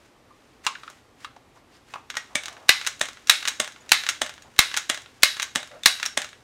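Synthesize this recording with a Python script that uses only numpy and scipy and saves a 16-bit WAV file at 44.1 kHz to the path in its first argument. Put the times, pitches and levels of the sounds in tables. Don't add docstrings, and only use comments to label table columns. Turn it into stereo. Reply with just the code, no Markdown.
import sys
import numpy as np
from scipy import signal
from scipy.fft import rfft, irfft, next_fast_len
from scipy.io import wavfile
from scipy.ndimage import uniform_filter1d

SR = 44100
rng = np.random.default_rng(int(sys.argv[2]) if len(sys.argv) > 2 else 0)


def persist_wave(psi):
    counts = np.round(np.clip(psi, -1, 1) * 32767).astype(np.int16)
    wavfile.write(sys.argv[1], SR, np.atleast_2d(counts).T)


N = 283563
WAYS = 6

# (time [s], level [dB], body boost [dB], treble boost [dB], pitch [ratio],
# thump level [dB], lead of the latch tick [s])
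SLAMS = [(2.6918,12.5,0,0.5,1.11,-17,0.00666), (3.2963,11.5,1.5,6,0.93,-31,0.02347),
         (3.918,11.5,1.5,3.5,1.08,-32.5,.0248), (4.59,10.5,4,5.5,0.99,-17.5,0.0067),
         (5.2323,11,0,5.5,1.13,-35,.0087), (5.8584,10.5,4,8,1.06,-34.5,.0239)]
# (frequency [Hz], level [dB])
SLAM_COLOUR = [(60, -49.5), (230, -14), (380, -16), (500, -5), (620, -3.5), (850, -0.5), (1200, 7),
               (1700, 14.5), (2700, 13), (3150, 9.5), (3850, 16), (4500, 9), (7000, 1.5), (10000, -1.5),
               (15500, -16)]
def slams(seat_s=.0021, seat_db=2, graze_s=0.0072, graze_db=-33, wet_db=-1):
    out = np.zeros((WAYS, N))
    for s, db, *tone, pitch, _, _ in SLAMS:
        graze = impact(SLAM_COLOUR, db + graze_db, *tone, chatter_s=0.0089, snap=.2, pitch=pitch)
        add(out, s - graze_s, graze)
        add(out, s, impact(SLAM_COLOUR, db, *tone, chatter_s=0.0018, snap=0.57, pitch=pitch))
        add(out, s + seat_s, impact(SLAM_COLOUR, db + seat_db, *tone, chatter_s=0.0014, snap=0.38))
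    out[2:] *= amp(wet_db)
    return out


def thumps(rise_s=0.0006, lag_s=.002):
    out = np.zeros((2, N))
    age = np.arange(SR // 20) / SR / rise_s
    thump = np.outer([1, 1], age * np.exp(1 - age))
    for s, *_, db, _ in SLAMS:
        add(out, s + lag_s, amp(db) * thump)
    return out


# (time [s], level [dB], body boost [dB], treble boost [dB])
STOPS = [(2.3547, 5.5, 2.5, 4.5), (3.0132, 7.5, 3.5, 2), (3.6007, 6, 7.5, 5.5), (4.2177, 5.5, 7.5, 3),
         (4.8987, 9, 0, 1.5), (5.5584, 7, 4, 2), (6.1748, 7, 4.5, 3.5)]
# (frequency [Hz], level [dB])
STOP_COLOUR = [(50, -9), (130, -7), (250, 2), (400, -7), (620, 2.5), (1000, -1), (1850, 9.5), (2600, 3.5),
               (3500, 10), (4500, -2.5), (6400, 1.5), (9200, -1.5), (10300, -13.5), (15500, -26)]
# (frequency [Hz], decay time T60 [s], level [dB])
CANTILEVER_MODES = [(242, 0.0387, -36.5), (596.4, 0.045, -33.5), (1824, 0.038, -24.5), (3614, .04, -26)]
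def stops(graze_s=.0035, graze_db=-10, shudder_s=.016, shudder_db=-12):
    out = np.zeros((WAYS, N))
    for s, db, *tone in STOPS:
        add(out, s - graze_s, impact(STOP_COLOUR, db + graze_db, *tone, chatter_s=0.015, snap=0.085))
        add(out, s, impact(STOP_COLOUR, db, *tone, chatter_s=0.00225, snap=0.53))
        add(out, s + shudder_s, impact(CLICK_COLOUR, db + shudder_db, 0, 0, chatter_s=0.02, snap=0))
        for mode in CANTILEVER_MODES:
            add(out, s, ping(*mode))
    return out


# (time [s], level [dB], body boost [dB], treble boost [dB], pitch [ratio])
KNOCKS = [(0.6656,10,-14,7,0.91), (0.671,2.5,-5,-6,0.98), (.7527,-8,-13,-28.5,1.46), (0.834,-16,4,-5,1.153),
          (0.8778,-13.5,2,-17,1.185), (1.2463,-7,0.5,-5.5,1.149), (1.3639,-24,8,10,0.73),
          (1.938,-9,6,1.5,0.923), (1.9577,-16,12.5,-7,0.88)]
# (frequency [Hz], level [dB])
KNOCK_COLOUR = [(80, -30), (400, -12.5), (750, 0), (1050, 18.5), (1800, 4), (3000, 7), (5000, -3),
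                (8000, -8), (11000, -18.5), (15500, -33)]
def knocks(wet_db=-2):
    out = np.zeros((WAYS, N))
    for s, db, *tone, pitch in KNOCKS:
        add(out, s, impact(KNOCK_COLOUR, db, *tone, chatter_s=0.0046, snap=0.262, pitch=pitch))
    out[2:] *= amp(wet_db)
    return out


# (slack time [s], slack level [dB], catch time [s], catch level [dB],
# release time [s], release level [dB], rebound level [dB])
OPENINGS = [(2.8133, -1.5, 2.8488, -4, 2.866, 5, 6), (3.4274, -2, 3.4537, 6, 3.476, 8, 7.5),
            (4.0368, 0, 4.0658, 5, 4.0896, 11, 2.5), (4.715, -4, 4.742, 6, 4.7665, 4, 8),
            (5.3681, -4.5, 5.3983, 8, 5.4216, 2.5, 2), (5.999, -2.5, 6.0294, 9, 6.055, -0.5, 2)]
# (first time [s], first level [dB], second time [s], second level [dB])
RATTLES = [(2.4358, -7, 2.4825, -4), (3.0552, -5, 3.0866, -6), (3.645, -5, 3.6768, -6.5),
           (4.2634, -5, 4.2944, -6.5), (4.9453, -2.5, 4.975, -7), (5.6014, -12, 5.6298, -8),
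           (6.2181, 0, 6.2451, -6)]
# (delay [s], level [dB], body boost [dB], treble boost [dB])
SETTLING = [(.045, -19, -2.5, 5.5), (.085, -15, 7, -11)]
# (level [dB], body boost [dB], treble boost [dB])
LATCH_TICK = (-6.5, -11.5, 6)
# (body boost [dB], treble boost [dB])
SLACK_TONE, CATCH_TONE, FREE_TONE, REBOUND_TONE = (3.4, -4), (-1.45, -5.5), (-1, 3.4), (3.7, 8)
FIRST_RATTLE_TONE, SECOND_RATTLE_TONE = (0.88, 2), (10.3, 0.93)
def linkage(rebound_s=0.0066):
    rows = [(s - lead_s, *LATCH_TICK) for s, *_, lead_s in SLAMS]
    for slack_s, slack_db, catch_s, catch_db, free_s, free_db, rebound_db in OPENINGS:
        rows += [(slack_s, slack_db, *SLACK_TONE), (catch_s, catch_db, *CATCH_TONE),
                 (free_s, free_db, *FREE_TONE), (free_s + rebound_s, rebound_db, *REBOUND_TONE)]
    for first_s, first_db, second_s, second_db in RATTLES:
        rows += [(first_s, first_db, *FIRST_RATTLE_TONE), (second_s, second_db, *SECOND_RATTLE_TONE)]
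        rows += [(second_s + later_s, *tick) for later_s, *tick in SETTLING]
    return rows


# (time [s], level [dB], body boost [dB], treble boost [dB])
HANDLING = [(0.6496, -13, 7, 4.5), (0.901, -24, 23, 16), (2.102, 0, 0.5, -2.5), (2.142, -9.5, 11, -12),
            (2.1539, -10, 11, 0), (2.1697, 3.5, 10.5, 3), (2.4578, -1.5, -19, 2.5),
            (2.9955, -18.5, -7.5, 14), (3.2844, -11, 0, 6), (4.4219, -21, 0, 9), (4.5639, -16.5, -4.5, -1),
            (4.894, -12, 14, 18), (5.5528, -6.5, 15, 11)]
# (frequency [Hz], level [dB])
CLICK_COLOUR = [(80, -24.5), (300, -20.5), (800, -10.5), (1500, 4.5), (2800, 1), (3800, 2), (4700, -4.5),
                (6500, -2.5), (8500, -10), (10500, -17.5), (15500, -26.5)]
def clicks(graze_s=0.0034, graze_db=-17, rattle_s=.0015, rattle_db=-4):
    out = np.zeros((WAYS, N))
    for s, db, *tone in HANDLING + linkage():
        add(out, s - graze_s, impact(CLICK_COLOUR, db + graze_db, *tone, chatter_s=0.0071, snap=0))
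        add(out, s, impact(CLICK_COLOUR, db, *tone, chatter_s=0.001, snap=0.33))
        add(out, s + rattle_s, impact(CLICK_COLOUR, db + rattle_db, *tone, chatter_s=0.0051, snap=0.12))
    return out


def impact(colour, db, body_db, treble_db, chatter_s, snap, pitch=1, body_hz=1200, treble_hz=5000):
    excitation = contact(chatter_s, snap)
    hz = np.linspace(0, SR / 2, excitation.shape[1])
    body_shelf = 1 / (1 + (hz / body_hz) ** 4)
    treble_shelf = 1 - 1 / (1 + (hz / treble_hz) ** 4)
    levels_db = db + read(colour, hz / pitch) + body_db * body_shelf + treble_db * treble_shelf
    return irfft(excitation * minimum_phase(levels_db))[:, :len(hz)]


def contact(chatter_s, snap, size=2048):
    t = np.arange(size) / SR
    chatter = rng.standard_normal((WAYS, size)) * np.exp(-t / chatter_s)
    chatter /= np.linalg.norm(chatter, axis=1, keepdims=True)
    chatter[0, 0] += snap
    spectrum = rfft(chatter)
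    return spectrum / np.sqrt(uniform_filter1d(abs(spectrum) ** 2, size=40, axis=1))


# (frequency [Hz], level against the bare contact [dB], decay time T60 [s])
STEEL_MODES = [(602.5, -1.5, 0.17), (836, -4, 0.054), (1113, -6.5, 0.037), (1685, -4, 0.12),
               (2125, -6, 0.055), (2814.5, -8.5, 0.037), (3870, -3.5, 0.024), (5580, -2.5, 0.025),
               (6500, -1, 0.037), (11513, -8, 0.027)]
def ring(x):
    t = np.arange(SR // 4) / SR
    response = signal.unit_impulse(len(t))
    for hz, db, t60 in STEEL_MODES:
        decay = np.log(1000) / t60
        response += amp(db) * 2 * decay / SR * np.exp(-decay * t) * np.cos(2 * np.pi * hz * t)
    return signal.oaconvolve(x, response[None], axes=1)[:, :N]


# (time [s],
# frequency [Hz], decay time T60 [s], level [dB])
PINGS = [(.666,1054,.035,-18.5), (1.9397,2590,0.028,-31.5), (1.958,1200,.025,-27.5), (2.1677,1900,.08,-27),
         (2.169,5582,.06,-31), (2.3545,2280,0.069,-17), (2.694,2004,.1,-13), (3.272,5580,.04,-33.5),
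         (3.809,6750,.04,-47), (4.422,6750,.04,-44), (4.7732,8769,.05,-39.5), (5.2235,3450,.03,-26),
         (5.4295,6500,.03,-23.5), (5.8351,3530,.04,-24), (6.061,5582,.025,-16)]
def pistol(impacts_db=-1):
    out = amp(impacts_db) * ring(slams() + stops() + knocks() + clicks())
    for s, hz, t60, db in PINGS:
        add(out, s, ping(hz, t60, db))
    return out


def ping(hz, t60, db):
    t = np.arange(SR // 4) / SR
    return amp(db - 60 * t / t60) * np.sin(2 * np.pi * (hz * t + rng.random((WAYS, 1))))


# (centre time [s], duration [s], level [dB])
RUBS = [(0.04, .1, -63), (0.455, 0.28, -68), (0.655, 0.033, -48), (0.87, 0.24, -57.5),
        (1.227, 0.064, -53.5), (1.574, .045, -61), (1.75, 0.072, -59), (1.928, 0.11, -56),
        (2.225, 0.29, -62)]
def sliding(pull_db=-43, piston_db=-57, piston_lag_s=.06, grain_db=2.5, grain_s=0.0052):
    t = np.arange(N) / SR
    level = sum(amp(db) / (1 + (2 * (t - s) / length) ** 4) for s, length, db in RUBS)
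    for *_, free_s, _, _ in OPENINGS:
        level += amp(pull_db) * swell(t - free_s, rise_db_per_s=97.5, fall_db_per_s=223)
    for s, *_ in STOPS:
        level += amp(piston_db) * swell(t - s - piston_lag_s, rise_db_per_s=171.5, fall_db_per_s=44.5)
    hiss = friction_noise()
    grain_times = np.arange(0, N / SR, grain_s)
    flutter = np.interp(t, grain_times, rng.standard_normal(N)[:len(grain_times)])
    return hiss * level * amp(grain_db * flutter)


# (frequency [Hz], relative level [dB])
SLIDE_COLOUR = [(200, -29), (800, 9), (1300, 17.5), (2200, 17), (4000, 11.5), (6700, 10), (9500, 3),
                (15000, -9.5)]
def friction_noise():
    return unit(tint(rng.standard_normal((WAYS, N)), SLIDE_COLOUR))


# (time [s], duration [s], frequency [Hz], half-width [Hz], level [dB])
SCRAPES = [(.295, 0.032, 1130, 120, -56), (1.549, 0.037, 1050, 250, -54.5), (1.71, 0.087, 4900, 500, -64),
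           (1.94, 0.045, 1000, 300, -49), (2.281, 0.091, 990, 350, -54), (2.349, 0.46, 1130, 250, -57),
           (2.363, 0.354, 740, 200, -54), (3.721, 0.25, 900, 600, -59.5), (4.422, 0.085, 850, 410, -57),
           (5.697, 0.098, 610, 129.6, -48), (5.714, .09, 1400, 249, -55)]
def scrapes():
    out = np.zeros((WAYS, N))
    for s, length, hz, width_hz, db in SCRAPES:
        size = next_fast_len(round(length * SR))
        resonance = 1 / (1 + ((np.fft.rfftfreq(size, 1 / SR) - hz) / width_hz) ** 2)
        noise = rng.standard_normal((WAYS, SR))[:, :size]
        scrape = irfft(rfft(noise) * resonance, size)
        add(out, s, amp(db) * unit(scrape) * signal.windows.tukey(size, .7))
    return out


# (delay [s], gain [ratio])
ECHOES = [(.0009, -0.081), (.0024, -0.0094), (.0069, 0.051), (.0088, -0.12), (0.0126, .15), (.0235, 0.078)]
# (frequency [Hz], side against mid [dB])
DIRECT_WIDTH = [(100, -19), (1000, -16.5), (2000, -15.5), (4000, -14), (8000, -8), (12000, 1.5)]
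ROOM_WIDTH = [(100, 2), (600, -13.5), (1200, -11), (2000, -8), (4000, -5), (8000, -3), (12000, 4.5)]
def workshop(x):
    near = x[:2].copy()
    for delay, gain in ECHOES:
        add(near, delay, gain * x[:2])
    far = np.array([room_tail(x[2:]), room_tail(x[2:])])
    return stereo(near, DIRECT_WIDTH) + stereo(far, ROOM_WIDTH)


# (frequency [Hz], decay time T60 [s])
ROOM_T60 = [(150, 0.1), (600, 0.27), (1800, 0.27), (4000, 0.3643), (8000, 0.31), (15000, 0.39)]
# (frequency [Hz], level [dB])
ROOM_COLOUR = [(80, -12.5), (250, -8.5), (600, -6), (1000, -8.5), (1600, -6), (4000, -9.5), (8000, -10.5),
               (15000, -17.5)]
def room_tail(x, build_s=0.0025):
    t = np.arange(SR * 3 // 4) / SR
    hz, frame_s, noise = signal.stft(rng.standard_normal((len(x), len(t))), SR, nperseg=256)
    t60 = read(ROOM_T60, hz)[:, None]
    decaying = noise * amp(-60 * frame_s / t60) / np.sqrt(t60)
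    tail = signal.istft(decaying, SR, nperseg=256)[1][:, :len(t)]
    tail *= 1 - np.exp(-(t / build_s) ** 2)
    tail = tint(tail / np.linalg.norm(tail), ROOM_COLOUR)
    return signal.oaconvolve(x, tail, axes=1).sum(0)[:N]


# (frequency [Hz], relative level [dB])
AIR_COLOUR = [(15, -39), (25, -3.5), (74, 0), (130, 0.5), (170, -6.5), (249, 0.5), (677, -6.5), (818, -5.5),
              (911, -9), (1070, -6.5), (1520, -13), (1940, -12.5), (8140, -25.5), (14800, -35.5),
              (16000, -50.5)]
# (frequency [Hz], side against mid [dB])
AIR_WIDTH = [(40, -13), (120, -10), (250, -6), (1000, -4), (10000, -1)]
def still_air(rush_db=-57, hum_hz=121, hum_db=-72.5):
    hum = amp(hum_db) * np.sin(2 * np.pi * hum_hz * np.arange(N) / SR)
    rush = unit(tint(rng.standard_normal((2, N)), AIR_COLOUR))
    return amp(rush_db) * stereo(rush, AIR_WIDTH) + hum


def amp(db):
    return 10 ** (np.asarray(db) / 20)


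def unit(x):
    return x / np.sqrt(np.mean(x ** 2) + 1e-20)


def read(points, hz):
    f, value = np.transpose(points)
    return np.interp(np.log(hz + 1), np.log(f + 1), value)


def add(mix, s, sound):
    part = mix[:, max(round(s * SR), 0):][:, :sound.shape[1]]
    part += sound[:, :part.shape[1]]


def tint(x, points):
    size = next_fast_len(x.shape[-1] + 2048)
    gain = amp(read(points, np.fft.rfftfreq(size, 1 / SR)))
    return irfft(rfft(x, size) * gain, size)[..., :x.shape[-1]]


def minimum_phase(db):
    log_gain = np.log(amp(np.r_[db, db[-2:0:-1]]))
    return np.exp(np.conj(signal.hilbert(log_gain)))[:len(db)]


def stereo(x, width):
    side = tint(x[1], width)
    return np.array([x[0] + side, x[0] - side])


def swell(t, rise_db_per_s, fall_db_per_s):
    return amp(np.minimum(rise_db_per_s * t, -fall_db_per_s * t))


def scene():
    return workshop(pistol() + sliding() + scrapes()) + thumps() + still_air()


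def record(dry, ceiling=1.0, knee=5, low_cut_hz=32, high_cut_hz=15950):
    saturated = dry / (1 + abs(dry / ceiling) ** knee) ** (1 / knee)
    high_passed = signal.lfilter(*signal.butter(1, low_cut_hz, "high", fs=SR), saturated)
    low_pass = signal.firwin(301, high_cut_hz, window=("kaiser", 7), fs=SR)
    return signal.oaconvolve(high_passed, low_pass[None], "same")


dry = scene()
out = record(dry)
persist_wave(out)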